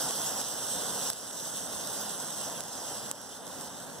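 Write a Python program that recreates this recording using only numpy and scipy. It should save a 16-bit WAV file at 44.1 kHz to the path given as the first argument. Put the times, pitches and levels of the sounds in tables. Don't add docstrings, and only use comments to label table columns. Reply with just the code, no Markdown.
import sys
import numpy as np
from scipy import signal
from scipy.fft import rfft, irfft
from scipy.io import wavfile

SR = 44100
rng = np.random.default_rng(int(sys.argv[2]) if len(sys.argv) > 2 else 0)


def store_pcm(level_fs):
    pcm = np.round(np.clip(level_fs, -1, 1) * 32767).astype(np.int16)
    wavfile.write(sys.argv[1], SR, np.atleast_2d(pcm).T)


N = 176400

# (frequency [Hz], level [dB per Hz])
HISS_SPECTRUM = [(1000, -49), (2300, -19), (2900, -8.5), (3450, -4.5), (3800, -7), (4500, -9.5),
                 (5300, -2.5), (5950, -1), (6850, -5), (7700, -0.5), (8200, 1.5), (9400, -5.5),
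                 (10400, -2.5), (11200, -5.5), (12000, -11.5), (13400, -8), (15300, -11)]
# (frequency [Hz], left minus right [dB],
# coherence [0-1], left phase lead [rad])
STEREO_IMAGE = [(40, -11, 1, 3.5), (147, 1.1, .82, 0.97), (380, -1, 0.47, 0.3), (687, 1.6, .86, 0.23),
                (1180, -0.5, 1, 0), (1650, -2.3, 0.87, -.3), (1910, -4.5, 0, 0.9), (2160, 0, 1, -3),
                (2400, -1.5, 1, -3), (2776, 4.5, 0.02, -3), (2855, -1, 0.94, -1), (3850, 0, 1, 0),
                (4310, -5.5, 0.16, 0), (4450, -4, 0.76, 2.5), (5120, -1.2, 0.73, 1.44),
                (5980, -4.5, 0.76, 0.7), (6630, -9.5, 0.15, 1.5), (6880, -4, 0.7, 3), (7770, 2, 0.82, 1.5),
                (8650, -13, 0.6, 2), (9380, 1.3, 0.91, 4), (10350, -0.5, 0.79, 2), (11020, -5.7, 0.38, 2.5),
                (11750, .8, 1, 3), (13100, -1.5, .6, 4), (13700, -7.5, 0.5, 4), (15300, -0.5, 0.85, 3.5)]
# (time [s], pop level [dB], spark level [dB])
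GRAIN_BURSTS = [(.109, -7.5, -31), (.1346, -13, -40), (0.4156, -9.8, -33), (0.5822, -17, -40),
                (0.8366, -16, -36), (1.1022, -4, -19.5), (1.1272, -22, -24), (1.1328, -10, -22),
                (1.3109, -14, -36), (1.5712, -15.5, -36), (1.8733, -16, -38), (2.2015, -16.5, -38),
                (2.2467, -17.5, -40), (2.3051, -17, -38), (2.4142, -15, -36), (2.4992, -17, -40),
                (2.6068, -10, -32), (2.6384, -16, -36), (3.114, -5.5, -28), (3.2163, -18, -37),
                (3.4681, -19, -42), (3.4782, -21.5, -42), (3.6113, -19, -36), (3.8032, -26, -40)]

SWELL_S, FLICKER_S = 0.041, 0.007


def amp(db):
    return 10 ** (np.asarray(db) / 20)


def unit_rms(x):
    return x / np.sqrt(np.mean(x ** 2) + 1e-20)


def curve_at(table, hz, column=1):
    columns = np.transpose(table)
    return np.interp(np.log(hz + 1), np.log(columns[0] + 1), columns[column])


def blur(x, width, axis=0):
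    f = np.fft.rfftfreq(x.shape[axis])
    bell = np.exp(-2 * (np.pi * f * width / 2) ** 2)
    smooth = irfft(rfft(np.moveaxis(x, axis, -1)) * bell, x.shape[axis])
    return unit_rms(np.moveaxis(smooth, -1, axis))


def wander(seconds):
    return blur(rng.standard_normal(N), seconds * SR)


def burn_envelopes():
    # (time [s], roar level [dB], hiss level [dB])
    burn_levels = [(0, -38, -30.5), (.07, -38.5, -32), (.1, -40, -34), (.2, -38.5, -32.5), (.36, -40, -33),
                   (.55, -41.3, -35), (.72, -42.3, -35.5), (0.849, -39, -33.5), (1.08, -41.5, -33.5),
                   (1.2, -42, -36.5), (1.48, -43, -35), (1.63, -43, -40), (1.75, -42.5, -37),
                   (1.95, -41.5, -36), (2.3, -43.5, -38), (2.48, -42, -37), (2.68, -43.5, -39),
                   (2.85, -42.5, -40), (3.05, -43.5, -39.5), (3.2, -43.5, -41), (3.42, -45.5, -43),
                   (3.6, -44.5, -43), (3.7, -45.5, -45.5), (4, -45.3, -46.3)]
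    times, roar_db, hiss_db = np.transpose(burn_levels)
    t = np.arange(N) / SR
    return amp(np.interp(t, times, roar_db)), amp(np.interp(t, times, hiss_db))


def channel_gains(hz):
    balance_db, lead_rad = curve_at(STEREO_IMAGE, hz), curve_at(STEREO_IMAGE, hz, column=3)
    left = amp(balance_db / 2) * np.exp(0.5j * lead_rad)
    pair = np.array([left, 1 / left])
    return pair / np.sqrt(np.mean(abs(pair) ** 2, axis=0))


def turbulence(spectrum, envelope, patch_db, brighten, pivot_hz, top_octaves, sway):
    size, hop = 1024, 256
    patch_s, patch_hz = 0.031, 250
    hz, frames = np.fft.rfftfreq(size, 1 / SR), N // hop + 6
    a, b, c, d, patches = np.moveaxis(rng.standard_normal((frames, len(hz), 5)), -1, 0)
    patches = blur(blur(patches, patch_s * SR / hop), patch_hz / hz[1], axis=1)
    vigour_db = np.interp(np.arange(frames) * hop, np.arange(N), 20 * np.log10(unit_rms(envelope)))
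    octaves = np.clip(np.log2((hz + 1) / pivot_hz), -2, top_octaves)
    tilt_db = brighten * vigour_db[:, None] * octaves
    drift = blur(rng.standard_normal(frames), 0.19 * SR / hop)
    hz = hz * np.exp(sway * drift)[:, None]
    coherence = np.clip(curve_at(STEREO_IMAGE, hz, column=2), 0, 1)
    left = a + 1j * b
    right = coherence * left + np.sqrt(1 - coherence ** 2) * (c + 1j * d)
    colour = amp(curve_at(spectrum, hz) + patch_db * patches + tilt_db)
    spectra = np.array([left, right]) * channel_gains(hz) * colour
    _, noise = signal.istft(spectra.transpose(0, 2, 1), nperseg=size, noverlap=size - hop)
    return unit_rms(noise[:, :N])


def snap(excitation, spectrum, size=2048):
    hz = np.fft.rfftfreq(size, 1 / SR)
    log_gain = np.log(amp(curve_at(spectrum, hz)))
    mirrored = np.r_[log_gain, log_gain[-2:0:-1]]
    minimum_phase = np.exp(np.conj(signal.hilbert(mirrored)))[:len(hz)]
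    shape = np.roll(irfft(minimum_phase * channel_gains(hz)), size // 2, axis=1)
    shape /= abs(shape).max()
    return signal.oaconvolve(excitation[None], shape, axes=1)[:, size // 2:][:, :N]


def flame_roar(envelope):
    # (frequency [Hz], level [dB per Hz])
    roar_spectrum = [(20, -43), (35, -42), (60, -25.5), (100, -3.5), (150, -3), (250, 0), (370, -6),
                     (520, .5), (1000, -2.5), (1250, -8), (1450, -5), (2000, -16), (3000, -23.5),
                     (6000, -70)]
    billow = amp(0.34 * wander(SWELL_S) + 0.32 * wander(FLICKER_S))
    flame = turbulence(roar_spectrum, envelope, patch_db=0.62,
                       brighten=0.12, pivot_hz=605, top_octaves=1, sway=0)
    return flame * billow * envelope


def grain_crackle(grains_per_s=1300, spread_db=4, cap_db=19.5):
    size_db = np.minimum(spread_db * rng.exponential(1, N), cap_db)
    polarity = rng.choice([-1, 1], N)
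    flashes = rng.random(N) < grains_per_s / SR
    return unit_rms(snap(amp(size_db) * polarity * flashes, HISS_SPECTRUM))


def gas_hiss(envelope):
    sputter = amp(0.95 * wander(SWELL_S) + 0.52 * wander(FLICKER_S))
    jets = turbulence(HISS_SPECTRUM, envelope, patch_db=1.63,
                      brighten=0.17, pivot_hz=6950, top_octaves=0.1, sway=0.012)
    return (amp(-0.2) * jets + amp(-8.5) * grain_crackle()) * sputter * envelope


def spark_spits(half_length_s=0.00057):
    t = np.arange(N) / SR
    flares = sum(amp(spark_db) * np.exp(-((t - time_s) / half_length_s) ** 2)
                 for time_s, _, spark_db in GRAIN_BURSTS)
    return flares * unit_rms(snap(rng.standard_normal(N), HISS_SPECTRUM))


def burst_pulse(t, wiggle_hz=9500, wiggle_s=0.000052, push_s=0.00021):
    wiggle = np.cos(2 * np.pi * wiggle_hz * t) * np.exp(-(t / wiggle_s) ** 2)
    push = t / push_s * np.exp(-(t / push_s) ** 2)
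    return wiggle + 0.1 * push


def grain_pops(left_db=-5.5, left_lead_s=0.000038, bounce_s=0.000422, bounce_gain=0.42):
    half = 128
    t = np.arange(-half, half) / SR
    t = np.array([t + left_lead_s, t])
    pop = (burst_pulse(t) - bounce_gain * burst_pulse(t - bounce_s)) * amp([[left_db], [0]])
    triggers = np.zeros(N)
    for time_s, pop_db, _ in GRAIN_BURSTS:
        triggers[round(time_s * SR)] += amp(pop_db)
    return signal.oaconvolve(triggers[None], pop, axes=1)[:, half:][:, :N]


def scene():
    roar_envelope, hiss_envelope = burn_envelopes()
    return flame_roar(roar_envelope) + gas_hiss(hiss_envelope) + spark_spits() + grain_pops()


def gain_control(x, threshold_db=-14.5, slope=0.7, attack_s=0.003, release_db_per_s=14.5):
    peak_db = 20 * np.log10(abs(x).max(0) + 1e-9)
    cut_db = slope * (peak_db - threshold_db)
    release_db = release_db_per_s * np.arange(N) / SR
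    held_db = np.maximum(np.maximum.accumulate(cut_db + release_db) - release_db, 0)
    pole = np.exp(-1 / (attack_s * SR))
    duck_db = signal.lfilter([1 - pole], [1, -pole], held_db)
    return x * amp(-duck_db)


def record(dry):
    ceiling, cutoff_hz = amp(-1.5), 15650
    rounded = ceiling * np.tanh(gain_control(dry) / ceiling)
    low_pass = signal.firwin(401, cutoff_hz, window=("kaiser", 9), fs=SR)
    return signal.oaconvolve(rounded, low_pass[None], "same")


dry = scene()
out = record(dry)
store_pcm(out)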